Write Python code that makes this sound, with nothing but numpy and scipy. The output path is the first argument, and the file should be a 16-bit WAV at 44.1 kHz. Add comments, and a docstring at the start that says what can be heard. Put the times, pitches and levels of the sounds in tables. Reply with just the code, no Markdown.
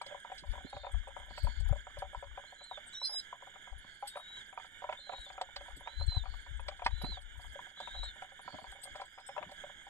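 """Pigeons crowd over grain at night. From the start, beaks knock on the floor in short ringing blows, and a
near wall's quick echo lends them a few evenly spaced pitches; husks tick and feathers brush, in front of the
steady noise bands of an insect chorus. From 0.4 s wing beats puff air on the left microphone port. From 0.6 s a
young bird begs in thin two-voiced whistles and hoarse wheezes, and one cricket trills about every 0.9 s. The
begging peaks near 3 s in a squeal with hissy edges; the hardest peck falls near 6.9 s, and the feeding goes on
to the end."""
import sys
import numpy as np
from scipy import signal
from scipy.fft import rfft, irfft
from scipy.io import wavfile

SR = 44100
rng = np.random.default_rng(int(sys.argv[2]) if len(sys.argv) > 2 else 0)


def log_audio(samples):
    """Write samples as a 16-bit WAV file to the path given in sys.argv[1]."""
    # one column per channel
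    frames = np.atleast_2d(samples).T
    # limit to full scale, then quantise
    limited = np.clip(frames, -1, 1)
    pcm = np.round(limited * 32767).astype(np.int16)
    wavfile.write(sys.argv[1], SR, pcm)


N = 436149


def from_db(db):
    """Amplitude ratio of a level in decibels."""
    return 10 ** (np.asarray(db) / 20)


def rms_one(x):
    """Normalisation to unit rms."""
    return x / np.sqrt(np.mean(x ** 2) + 1e-20)


def peak_one(x):
    """Normalisation to unit peak."""
    return x / np.abs(x).max()


def at_hz(points, hz):
    """Interpolation of (frequency, value) points on a logarithmic frequency axis."""
    point_hz, values = np.transpose(points)
    return np.interp(np.log(hz), np.log(point_hz), values)


def stretch(rows):
    """Linear interpolation of timed rows: first sample, tapered window, each column sample by sample."""
    times, *columns = np.transpose(rows)
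    at = np.arange(round(times[0] * SR), min(round(times[-1] * SR), N))
    window = signal.windows.tukey(len(at), min(1, 0.014 * SR / len(at)))
    return at[0], window, [np.interp(at / SR, times, column) for column in columns]


def drift(corner_hz):
    """Random modulation of unit rms: noise through a double one-pole low-pass."""
    pole = np.exp(-40 * np.pi * corner_hz / SR)      # runs at SR / 20
    slow = signal.lfilter([1], [1, -2 * pole, pole * pole], rng.standard_normal(N // 20 + 2002))[2000:]
    return np.interp(np.arange(N) / 20, np.arange(len(slow)), rms_one(slow))


def band(x, low_hz, high_hz, order=3):
    """Maximally flat band-pass filter."""
    return signal.sosfilt(signal.butter(order, [low_hz, high_hz], "band", fs=SR, output="sos"), x)


def add(out, start, sound, pan_db, lag):
    """Direction from level and time differences: pan is left minus right; the right lags in samples."""
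    for side, shift in enumerate((0, round(lag))):
        part = sound[:max(0, N - start - shift)]
        out[side, start + shift:start + shift + len(part)] += part * from_db(pan_db * (0.25 - side))


def peck(spot_hz, crunch_db):
    """Ringing impact: a blow sounds most the ringing pitches near the struck spot's pitch; grain crunches."""
    # ringing pitches of a knock: (frequency [Hz], relative level [dB], 60 dB decay time [s])
    ringing_tones = [(583.4, -1.5, 0.064), (760, 2, 0.045), (950, 8, 0.021), (1170, 2.5, 0.016),
                     (1258, 4, 0.014), (2297, 11, 0.014)]
    loss_db_per_octave, contact_s, damping_spread = 12, .0006, .12
    hz, level_db, t60 = np.transpose(ringing_tones)[:, :, None]
    t = np.arange(2300) / SR
    chance = rng.standard_normal(2 * len(hz))
    mode_db = level_db - loss_db_per_octave * np.abs(np.log2(hz / spot_hz))
    mode_db += 3.5 * np.clip(chance[:len(hz), None], -1.5, 1.5)
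    detune = 1 + 0.032 * chance[len(hz):, None]
    decay_db = -60 * t / (t60 * np.exp(damping_spread * chance[1]))
    rings = np.sum(from_db(mode_db + decay_db) * np.sin(2 * np.pi * hz * detune * t), axis=0)
    knock = band(rings * (1 - np.exp(-t / contact_s)) ** 2, 480, 2600)      # little bass leaves the floor
    crunch_envelope = from_db(-60 * t / 0.02) * (1 - np.exp(-t / 0.0038))
    crunch = band(rng.standard_normal(len(t)) * crunch_envelope, 830, 2680)
    blow = peak_one(knock) + from_db(crunch_db) * peak_one(crunch)
    # a lighter, brighter second contact as the beak closes and lifts
    lag = round((.024 + .003 * np.clip(chance[0], -2, 2)) * SR)
    second_db = -16 + 5 * np.clip(chance[-1], -2, 1.8)
    blow[lag:] += from_db(second_db) * band(blow, 700, 2600, order=1)[:-lag]
    return blow


def pecks():
    """Superposition of impacts: clear pecks, and faint ones at random from the back of the flock."""
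    # beak on floor: (time [s], knock level [dB], pitch of the spot [Hz], crunch re knock [dB])
    blows = [(0.014, -27.5, 1168, -16), (0.062, -44, 580, -9), (0.109, -45.5, 574, -11),
             (0.121, -40.5, 560, -11), (0.145, -33.5, 760, -22), (0.248, -37.5, 950, -16),
             (0.298, -43.5, 746, -15), (0.317, -34.5, 759, -7), (0.436, -43.5, 750, -11),
             (0.534, -42, 581, -11), (0.554, -39.5, 905, -21), (0.577, -39.5, 700, -16),
             (0.636, -61, 555, -11), (0.708, -65, 799, -11), (0.728, -34.5, 736, -10),
             (0.765, -36, 557, -6), (0.834, -43.5, 634, -11), (0.845, -35.5, 780, -7),
             (0.866, -37, 760, -15), (1.072, -42, 565, -11), (1.083, -42.5, 584, -4),
             (1.165, -34.5, 700, -23), (1.23, -48.5, 764, -11), (1.306, -43, 710, -18),
             (1.377, -39, 560, 1.5), (1.444, -45.5, 579, -9), (1.47, -31.5, 990, -14),
             (1.603, -51.5, 573, -9), (1.692, -46.5, 522, -11), (1.693, -57, 781, -11),
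             (1.725, -31.5, 568, -16), (1.757, -44, 596, -15), (1.868, -40.5, 958, -16),
             (1.969, -39.5, 579, -6), (2.021, -28.5, 784, -15), (2.129, -45.5, 522, -11),
             (2.147, -31, 950, -17), (2.225, -35.5, 625, -21), (2.358, -63, 926, -11),
             (2.375, -32.5, 630, -20), (2.437, -46, 925, -19), (2.612, -44.5, 834, -15),
             (2.712, -32.5, 770, -22), (2.774, -42, 625, -3), (2.935, -54, 1300, -11),
             (3.015, -40, 950, -16), (3.141, -46.5, 786, -13), (3.327, -31.5, 950, -22),
             (3.423, -42.5, 760, -21), (3.47, -42.5, 720, -16), (3.557, -42.5, 980, -15),
             (3.672, -45.5, 930, -11), (3.725, -47, 748, -19), (3.844, -50.5, 960, -16),
             (4.025, -31.5, 780, -18), (4.069, -60, 977, -11), (4.139, -59, 902, -11),
             (4.156, -35, 700, -6), (4.17, -31.5, 980, -9), (4.527, -43, 1260, -11),
             (4.575, -32.5, 1240, -18), (4.644, -43.5, 1270, -11), (4.82, -39.5, 576, -11),
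             (4.841, -31, 730, -14), (4.89, -32.5, 571, -22), (4.893, -34, 571, -6), (4.925, -34.5, 740, 4),
             (5.068, -52, 560, -11), (5.094, -37.5, 760, -17), (5.12, -40, 783, -6),
             (5.133, -34.5, 736, -9), (5.263, -47, 600, -11), (5.301, -40, 920, -9), (5.354, -51, 765, -11),
             (5.379, -35.5, 780, -6), (5.412, -26.5, 770, -12), (5.561, -38, 600, 3), (5.607, -42, 573, -6),
             (5.659, -50, 950, -13), (5.682, -44, 780, -8), (5.873, -33.5, 840, -0.5),
             (6.01, -37.5, 770, -16), (6.119, -43.5, 953, -13), (6.164, -39.5, 770, -25),
             (6.256, -38, 950, -20), (6.321, -66, 732, -11), (6.339, -41.5, 960, -11),
             (6.464, -45, 950, -9), (6.595, -37.5, 950, -7), (6.662, -54, 770, -11),
             (6.684, -31.5, 685, -0.5), (6.72, -47, 770, -11), (6.794, -41.5, 947, -2),
             (6.82, -31.5, 759, -9), (6.857, -40, 810, -11), (6.862, -16.5, 1170, -2.5),
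             (6.976, -60, 760, -11), (7.015, -40, 754, -8), (7.042, -35.5, 780, -4), (7.119, -47, 760, -9),
             (7.171, -39, 750, -11), (7.444, -46, 970, -9), (7.555, -40, 565, -15), (7.591, -34, 910, -19),
             (7.667, -50, 726, -11), (7.802, -35, 760, -13), (7.874, -32.5, 950, -11),
             (7.946, -47.5, 710, -11), (7.962, -45, 748, -11), (8.031, -36.5, 939, -24),
             (8.158, -52, 571, -7), (8.221, -36.5, 730, -4), (8.393, -40.5, 810, -11),
             (8.478, -32.5, 970, -9), (8.527, -49, 720, -13), (8.541, -39, 580, -10),
             (8.585, -39.5, 794, -16), (8.615, -49, 785, -11), (8.642, -40, 1010, -15),
             (8.722, -47, 815, 3), (8.833, -53, 756, -13), (8.872, -46, 579, -17), (8.954, -37, 690, -6),
             (8.997, -35, 810, -7), (9.016, -32, 806, -17), (9.183, -44.5, 950, 1), (9.289, -35, 576, -6),
             (9.364, -31.5, 925, -12), (9.378, -30, 586, -4.5), (9.427, -33.5, 930, -2),
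             (9.499, -61, 514, -11), (9.516, -43.5, 576, -8), (9.637, -39, 560, -11),
             (9.695, -47, 750, -11), (9.867, -44, 920, -11)]
    faintest_db, faint_range_db = -60.5, 16
    out = np.zeros((2, N))
    for s, level_db, spot_hz, crunch_db in blows:
        sound = from_db(level_db) * peck(spot_hz, crunch_db)
        add(out, round(s * SR), sound, pan_db=1.3 + 5.5 * rng.standard_normal(), lag=5.52)
    for when, size, spot, side in rng.random((100, 4)):
        sound = from_db(faintest_db + faint_range_db * size) * peck(550 + 600 * spot, crunch_db=-27.5)
        add(out, int(when * N), sound, pan_db=6 * (side - .5), lag=4.4)
    return out


def bright_bursts():
    """Exponentially decaying noise in three bands: husk ticks, feather brushes, a squeal's hissy edges."""
    # husks and feathers, except the four rows from 2.8 to 3.1 s: high, hissy edges of the loudest squeal
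    # (time [s], narrow band's level [dB], its centre [Hz], 60 dB decay time [s],
    # low band re narrow [dB], wide band re narrow [dB])
    events = [(0.0124, -49.5, 8200, 0.037, 3.5, -15), (0.0603, -54.5, 8150, 0.044, 10, -13),
              (0.196, -55, 8470, 0.03, -10, -15), (0.3745, -56, 8100, 0.083, 13.5, -21),
              (0.5103, -59, 9950, 0.052, 3, -13), (0.6963, -57, 9710, 0.044, 6, -15),
              (0.915, -51, 8300, 0.037, -20, -12), (1.0754, -52.5, 8300, 0.029, -16, -15),
              (1.36, -56, 7960, 0.061, 4, -13), (1.375, -49, 7670, 0.071, 2, -10),
              (1.4267, -54, 7960, 0.1, -13, -1), (1.598, -52, 8000, 0.044, 0, -9),
              (1.679, -58, 10900, 0.041, -1, -11), (1.984, -52, 8400, 0.041, 3, -5),
              (2.6366, -46, 7920, 0.031, -25, -26), (2.8684, -71, 8400, 0.055, -7, -15),
              (2.9243, -54, 7700, 0.061, -12, -24), (2.9756, -72, 7750, 0.055, 5, -15),
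              (3.042, -54, 8500, 0.071, -5, -8), (3.779, -56, 10100, 0.05, -14, -13),
              (4.0685, -39.5, 8200, 0.089, -3, -3.5), (4.1614, -51.5, 8900, 0.085, -7, -15),
              (4.3853, -66, 8060, 0.055, 4, -15), (4.656, -65, 8080, 0.035, 6, -17),
              (5.412, -47, 7800, 0.026, 12, -18), (5.5593, -51, 7770, 0.033, 18, -15),
              (5.7618, -49.5, 7900, 0.055, -6, -7), (5.7957, -58, 10700, 0.055, -10, -15),
              (6.062, -48, 8100, 0.034, -17, -16), (6.567, -59, 8130, 0.04, -10, -15),
              (6.5994, -55.5, 9200, 0.043, -19, -15), (6.6807, -49.5, 7890, 0.032, 13, -20),
              (6.768, -63, 8430, 0.046, 3, -15), (6.8438, -51, 8300, 0.055, 11, -19),
              (6.8613, -46.5, 8100, 0.031, 15, -17), (7.015, -49, 11050, 0.048, 2, -8),
              (7.0415, -55, 8550, 0.042, -2, -11), (7.2105, -57, 8300, 0.055, -2, -9),
              (7.3178, -64, 8040, 0.055, -15, -15), (7.4245, -67, 8390, 0.051, -15, -15),
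              (7.7992, -54.5, 7700, 0.037, 5, -13), (8.0307, -50, 7800, 0.05, -3, -23),
              (8.0472, -50, 7700, 0.044, -12, -25), (8.2257, -62, 8210, 0.047, -10, -17),
              (8.4105, -56.5, 9700, 0.055, -16, -8), (8.7146, -49.5, 8000, 0.03, -5, -11),
              (8.8104, -50.5, 7900, 0.091, -17, -15), (8.8308, -38, 8400, 0.065, -9, -8),
              (8.952, -58, 8110, 0.068, 7, -13), (9.0084, -58, 8300, 0.06, 7, -15),
              (9.051, -54, 7850, 0.049, -8, -15), (9.196, -59, 8000, 0.055, 0, -20),
              (9.2603, -44.5, 8060, 0.061, -21, -21), (9.2738, -44, 8300, 0.029, -28, -19),
              (9.5105, -54.5, 7960, 0.044, 1, -13)]
    out, t = np.zeros((2, N)), np.arange(3600) / SR
    for s, level_db, hz, t60, low_db, wide_db in events:
        rise = (1 - np.exp(-t / (0.077 * t60))) ** 2      # long bursts also start slowly
        bursts = rng.standard_normal((3, len(t))) * from_db(-60 * t / t60) * rise
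        narrow = peak_one(band(bursts[0], 0.967 * hz, 1.047 * hz))
        wide = peak_one(band(bursts[1], 8600, 12100, order=2))
        low = peak_one(band(bursts[2], 3000, 5020))
        add(out, round(s * SR), from_db(level_db) * narrow, pan_db=14, lag=4)
        add(out, round(s * SR), from_db(level_db + wide_db) * wide, pan_db=2, lag=4)
        add(out, round(s * SR), from_db(level_db + low_db) * low, pan_db=-7, lag=5.32)
    return out


def whistles():
    """Frequency and amplitude modulation: each begging voice is a wavering sine with a weaker octave."""
    # whistles, one row for each stretch of a voice; the loudest call runs over several rows: (pan [dB],
    # left lag [ms], octave re fundamental [dB], contour of (time [s], pitch [Hz], rms level [dB]))
    stretches = [ (5, 0.29, -27, [(0.63, 3560, -75), (0.64, 3414, -72), (0.732, 3829, -63),
                 (0.798, 3650, -61), (0.874, 3600, -61), (0.88, 3670, -61), (0.91, 3500, -73)]),
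                 (-8, 0.21, -32, [(0.63, 4070, -88), (0.638, 3880, -78), (0.682, 4200, -58),
                 (0.744, 4200, -84), (0.78, 3770, -73)]), (-12, 0.19, -33, [(2.45, 4142, -95),
                 (2.48, 4080, -62), (2.55, 4450, -88), (2.562, 4050, -78), (2.57, 4007, -91)]),
                 (-7, 0.21, -32, [(2.56, 4080, -86), (2.578, 4000, -66), (2.646, 4040, -54),
                 (2.662, 4180, -60.5), (2.77, 3500, -51), (2.79, 3495, -80)]),
                 (-3.5, 0.22, -23, [(2.915, 3700, -102), (2.935, 3969, -51), (2.951, 3674, -47.5),
                 (3.0, 3970, -49), (3.01, 3900, -45), (3.016, 3850, -50), (3.048, 4186, -33),
                 (3.1, 3970, -62)]), (-4, 0.218, -10, [(3.1, 3780, -58), (3.116, 3567, -71),
                 (3.134, 3960, -53), (3.16, 3850, -48), (3.17, 3850, -50), (3.2, 4030, -44.5),
                 (3.218, 3740, -59), (3.225, 3666, -69)]), (26, 0.18, -36, [(2.855, 8530, -79),
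                 (2.883, 8270, -61.5), (2.913, 7000, -91), (2.95, 5650, -70)]),
                 (1, 0.13, -28, [(2.94, 5720, -57), (2.974, 5770, -53), (2.998, 5730, -60),
                 (3.032, 5300, -52), (3.05, 4960, -39)]), (-4.5, 0.13, -12.5, [(3.04, 5240, -68),
                 (3.058, 4940, -44), (3.094, 4934, -44), (3.13, 5150, -45), (3.14, 4990, -42),
                 (3.2, 4950, -40.5), (3.216, 4400, -81), (3.225, 4470, -65)]),
                 (3, 0.22, -35, [(4.09, 3290, -70), (4.102, 3680, -59), (4.2, 3810, -57.5),
                 (4.208, 3770, -58.5), (4.362, 3920, -51), (4.378, 3860, -56), (4.386, 3860, -51.5),
                 (4.44, 3250, -64)]), (3, 0.22, -23, [(4.97, 3550, -51), (5.076, 3820, -70),
                 (5.112, 3760, -56), (5.134, 3800, -56), (5.24, 3910, -55.5), (5.268, 3560, -52.5),
                 (5.288, 3580, -55), (5.31, 3510, -51)]), (-12, 0.24, -42, [(4.98, 3980, -107),
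                 (4.998, 4130, -59), (5.098, 4030, -59), (5.204, 4240, -70), (5.236, 4100, -74),
                 (5.25, 4219, -79), (5.3, 4100, -63)]), (-8, 0.26, -34, [(5.83, 3460, -60),
                 (5.904, 3955, -58.5), (5.958, 4000, -62), (6.006, 4050, -47), (6.03, 4085, -44.5),
                 (6.065, 4370, -71), (6.084, 4110, -45), (6.182, 4000, -44), (6.208, 3580, -57),
                 (6.24, 3550, -51)]), (-9.5, 0.217, -34, [(6.89, 3706, -78), (6.922, 3904, -60),
                 (6.986, 4040, -62.5), (7.018, 3915, -51), (7.118, 4140, -47.5), (7.132, 3950, -46),
                 (7.16, 3660, -55.5), (7.2, 3210, -59)]), (-27, 0.14, -34, [(7.03, 4540, -88),
                 (7.044, 4530, -72), (7.166, 4600, -79), (7.178, 4513, -80), (7.19, 4669, -88)]),
                 (3, .22, -26, [(7.73, 3306, -71), (7.768, 3390, -57), (7.856, 3707, -54),
                 (7.916, 3674, -52), (7.95, 3860, -53), (7.958, 3776, -52), (8.05, 3910, -49),
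                 (8.12, 3490, -52)]), (-9, 0.2, -40, [(7.76, 3870, -76), (7.78, 3940, -56),
                 (7.928, 3943, -62), (7.99, 3970, -50.5), (8.016, 3980, -61), (8.036, 4110, -52),
                 (8.092, 4100, -59), (8.12, 4023, -84)]), (-16, 0.23, -40, [(8.96, 4130, -86),
                 (8.976, 4394, -94), (9.174, 5060, -77), (9.23, 5016, -80.5), (9.27, 5290, -70),
                 (9.386, 5260, -80), (9.42, 5330, -101)]), ]
    waver_depth, flutter_db, rasp_depth = .006, 1.6, .1
    out = np.zeros((2, N))
    waver, flutter, rasp = drift(45), drift(70), drift(350)
    for pan_db, lag_ms, octave_db, contour in stretches:
        start, window, (hz, level_db) = stretch(contour)
        here = slice(start, start + len(window))
        cycles = np.cumsum(hz * (1 + waver_depth * waver[here])) / SR
        phase = 2 * np.pi * (cycles - hz * lag_ms / 1000 * np.array([[1], [0]]))
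        tone = (np.sin(phase) + from_db(octave_db) * np.sin(2 * phase)) * (1 + rasp_depth * rasp[here])
        gain = from_db(level_db + flutter_db * flutter[here] + pan_db * np.array([[.5], [-.5]]))
        out[:, here] += np.sqrt(2) * window * gain * tone
    return out


def wheezes():
    """Narrow-band noise: the bird's hiss, centred on its throat resonance, swells fast, fades slowly."""
    # hoarse breaths: (time [s], duration [s], level [dB], throat resonance [Hz])
    breaths = [(0.718, 0.18, -73, 4170), (1.29, 0.34, -69, 4430), (3.044, 0.043, -50, 5000),
               (3.8, 0.35, -83, 4430), (6.238, 0.24, -76, 4360), (8.42, 0.27, -75, 4460)]
    rise_share, edge_db = 0.29, -11.5
    out, roughness = np.zeros((2, N)), drift(260)
    for s, length, level_db, hz in breaths:
        swell = [(s, edge_db), (s + length * rise_share, 0), (s + length, edge_db)]
        start, window, (swell_db,) = stretch(swell)
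        carrier = np.sin(2 * np.pi * hz * np.arange(len(window)) / SR)
        hiss = band(window * roughness[start:start + len(window)] * carrier, 2710, 5900)
        add(out, start, from_db(level_db + swell_db) * hiss, pan_db=-27.5, lag=6.7)
    return out


def puffs():
    """Wind noise: turbulence and single pressure swings push the membrane, mostly at the left port."""
    # gusts of stirred air: (centre time [s], level [dB], bell half width [s])
    gusts = [(0.548, -41, 0.054), (0.76, -69, 0.24), (0.97, -28, 0.024), (1.2, -52, 0.36),
             (1.457, -27, 0.034), (1.676, -27, 0.063), (2.022, -40.5, 0.054), (2.181, -40.5, 0.012),
             (2.306, -46, 0.046), (3.762, -42, 0.023), (4.93, -66, 0.075), (5.212, -52, .025),
             (5.356, -64, .015), (5.547, -52, 0.064), (5.73, -42, 0.02), (5.84, -54, 0.018),
             (6.041, -28, 0.043), (6.19, -30.5, 0.024), (6.29, -39.5, .07), (6.573, -34, 0.044),
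             (6.712, -39, 0.029), (6.938, -36, 0.066), (7.118, -38.5, 0.058), (7.33, -48, 0.086),
             (7.491, -40, 0.02), (8.01, -38.5, 0.048), (8.7, -50, 0.017), (8.92, -51, 0.02)]
    # puffs that push the membrane once in and out: (time [s], level [dB], frequency [Hz])
    pushes = [(0.485, -32, 42.8), (0.756, -43.5, 70.6), (0.951, -33, 49.5), (1.194, -49, 40.4),
              (1.428, -26, 65.3), (1.595, -33, 67.7), (1.701, -21.5, 77), (1.976, -44, 75),
              (2.264, -47.5, 59.5), (3.716, -38.5, 39), (5.183, -53, 43.1), (5.994, -33, 59.6),
              (6.072, -24, 62.5), (6.16, -23.5, 69), (6.502, -42, 74.4), (6.874, -42, 56.5),
              (6.923, -28.5, 53), (7.371, -43, 54.3), (7.992, -39, 40.6), (8.667, -55, 40)]
    calm_db, right_port_db = -70.5, -44.5
    t = np.arange(N) / SR
    swells = sum(from_db(level_db) * np.exp(-.5 * ((t - s) / half) ** 2) for s, level_db, half in gusts)
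    turbulence = rms_one(band(rng.standard_normal((2, N + SR)), 24.1, 61.8)[:, SR:])
    port_db = 2 * drift(14) + np.array([[0], [right_port_db]])
    out = turbulence * (from_db(calm_db) + swells) * from_db(port_db)
    for s, level_db, hz in pushes:
        cycles = (np.arange(3000) / SR - .022) * hz
        swing = -np.sin(2 * np.pi * cycles) * np.exp(-(cycles / 0.4) ** 2)
        add(out, round((s - .008) * SR), from_db(level_db) * swing, pan_db=30.5, lag=0)
    return out


def flaps():
    """Air displacement: each wing beat is a dull, exponentially decaying burst of low noise."""
    # wing beats: (time [s], level [dB], 60 dB decay time [s], pan [dB])
    beats = [(0.421, -62, 0.047, -19), (0.497, -60, 0.59, -6), (0.645, -48, 0.015, -16.5),
             (0.739, -56, 0.058, -10), (1.303, -54, 0.084, 3), (1.478, -50, 0.046, 4),
             (1.709, -55, 0.12, 28), (3.843, -55, 0.019, 2), (5.126, -57.5, 0.052, -6),
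             (5.761, -51, 0.097, 2.5), (6.854, -46, 0.031, -4), (7.033, -45, 0.046, -23.5),
             (7.081, -59.5, 0.089, -22.5), (7.817, -58.5, 0.092, -4), (7.988, -66, 0.05, -24),
             (8.45, -62, 0.31, -14), (8.531, -50.5, 0.11, -15), (8.618, -58, 0.049, -12),
             (9.399, -58.5, 0.23, -10), (9.461, -49, 0.11, 2)]
    out, t = np.zeros((2, N)), np.arange(6000) / SR
    for s, level_db, t60, pan_db in beats:
        envelope = from_db(-60 * t / max(t60, .02)) * (1 - np.exp(-t / 0.0031)) ** 2
        burst = band(rng.standard_normal(len(t)) * envelope, 55, 306)
        add(out, round(s * SR), from_db(level_db) * peak_one(burst), pan_db, lag=3)
    return out


def crackle():
    """A clustered random process: scattering grain and rustling feathers make narrow-band scratches."""
    # scratch bands: (centre [Hz], pan [dB])
    bands = [(4700, -11.5), (7900, 27), (8500, 19), (9800, 14.5), (11200, -4)]
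    out = np.zeros((2, N))
    onsets = rng.random(N) < 70 * from_db(7 * drift(4)) / SR      # the rate wanders around 70 a second
    sizes = from_db(3 * np.minimum(rng.exponential(1, N), 3))
    band_index = rng.integers(0, len(bands), N)
    noise = rng.standard_normal(N)
    for k, (hz, pan_db) in enumerate(bands):
        envelope = signal.fftconvolve(sizes * onsets * (band_index == k), np.hanning(1200))[:N]
        add(out, 0, from_db(-71) * band(noise * envelope, 0.907 * hz, 1.057 * hz), pan_db, lag=5.9)
    return out


def cricket():
    """Stridulation: each trill is a few evenly spaced pulses of one tone."""
    # trills: (time [s], pulses [count], level [dB])
    trills = [(.62, 7, -67), (1.488, 11, -60.5), (2.428, 7, -61.5), (3.344, 9, -62), (4.248, 8, -63.5),
              (5.092, 10, -59.5), (5.989, 7, -62), (6.91, 7, -67), (7.875, 5, -66.5), (8.767, 7, -64),
              (9.71, 4, -69)]
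    tone_hz, period_s, pulse_s = 7050, .0403, .018
    out, t = np.zeros((2, N)), np.arange(round(pulse_s * SR)) / SR
    pulse = np.hanning(len(t)) * np.sin(2 * np.pi * tone_hz * t)
    for s, count, level_db in trills:
        for k in range(int(count)):
            swell_db = -6 * np.exp(-k / 0.5)      # the first strokes are weaker
            start = round((s + k * period_s - pulse_s / 2) * SR)
            add(out, start, from_db(level_db + swell_db) * pulse, pan_db=-3, lag=1)
    return out


def night():
    """Incoherent summation: far insects merge into bell-shaped noise bands above the low night air."""
    # spectrum of the night air: (frequency [Hz], relative spectral level [dB])
    air = [(18, -1.5), (35, -9.5), (150, -13.5), (400, -19.5), (570, -18.5), (950, -15.5), (1150, -33),
           (1600, -48)]
    # bands of insects and hiss: (centre [Hz], half width [Hz], left and right relative level [dB])
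    chorus = [(1618, 205, -4.5, 3), (2148, 154, -77, -0.5), (2970, 15, -2, -3), (3316, 320, -8.5, -1),
              (5070, 780, -42, -28), (6834, 385, -17.5, -15.5), (8100, 390, -20, -63),
              (9150, 550, -35, -39), (10150, 600, -36, -38), (11100, 420, -35, -35),
              (13400, 1800, -57, -45), (15460, 1100, -35, -44)]
    # likeness of the two ports: (frequency [Hz], coherence [0 to 1])
    likeness = [(60, 0.64), (300, 0.83), (900, 0.13), (1400, 1), (7000, 0.59), (9000, .1)]
    rms_db, swell_db, left_lead_rad = -54.5, 3, 1.58
    hz = np.maximum(np.fft.rfftfreq(N, 1 / SR), 1)
    power = from_db(2 * at_hz(air, hz)) * np.ones((2, 1))
    for centre_hz, half_hz, left_db, right_db in chorus:
        skirt_db = -5.97 * ((hz - centre_hz) / half_hz) ** 2
        power += from_db(2 * (np.array([[left_db], [right_db]]) + skirt_db))
    mid, side = rfft(rng.standard_normal((2, N)))
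    coherence = at_hz(likeness, hz)
    pair = np.sqrt(1 + coherence) * mid + np.sqrt(1 - coherence) * side * np.array([[1], [-1]])
    pair *= np.sqrt(power)
    pair[0, hz > 1200] *= np.exp(1j * left_lead_rad)
    comb = np.cos(np.pi * 3 * np.log2(hz)) ** 2      # two interleaved sets of bands swell independently
    hum = sum(irfft(pair * share, N) * from_db(swell_db * drift(6.8)) for share in (comb, 1 - comb))
    return from_db(rms_db) * rms_one(hum)


def yard(x):
    """Early reflections: nearby walls add dull echoes that favour each side in turn."""
    # wall echoes: (delay [s], level [dB])
    walls = [(.0052, -12.5), (.0075, -22), (.0113, -16.5), (.0159, -21.5), (.0235, -63), (.0262, -44),
             (.043, -41), (.046, -31)]
    out, dull = x.copy(), band(x, 330, 8700, order=1)
    for k, (delay_s, echo_db) in enumerate(walls):
        lag = round(delay_s * SR)
        out[:, lag:] += from_db(echo_db + np.array([[2.5], [-2.5]]) * (-1) ** k) * dull[:, :-lag]
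    return out


def scene():
    """Superposition of the flock with its echoes, the air on the port and the insects behind."""
    flock = pecks() + bright_bursts() + crackle() + whistles() + wheezes() + flaps()
    return yard(flock) + puffs() + cricket() + night()


def record(dry):
    """Band limiting: an elliptic low-pass cuts the top treble steeply."""
    cutoff_hz = 15750
    return signal.sosfilt(signal.ellip(12, .3, 80, cutoff_hz, fs=SR, output="sos"), dry)


dry = scene()
out = record(dry)
log_audio(out)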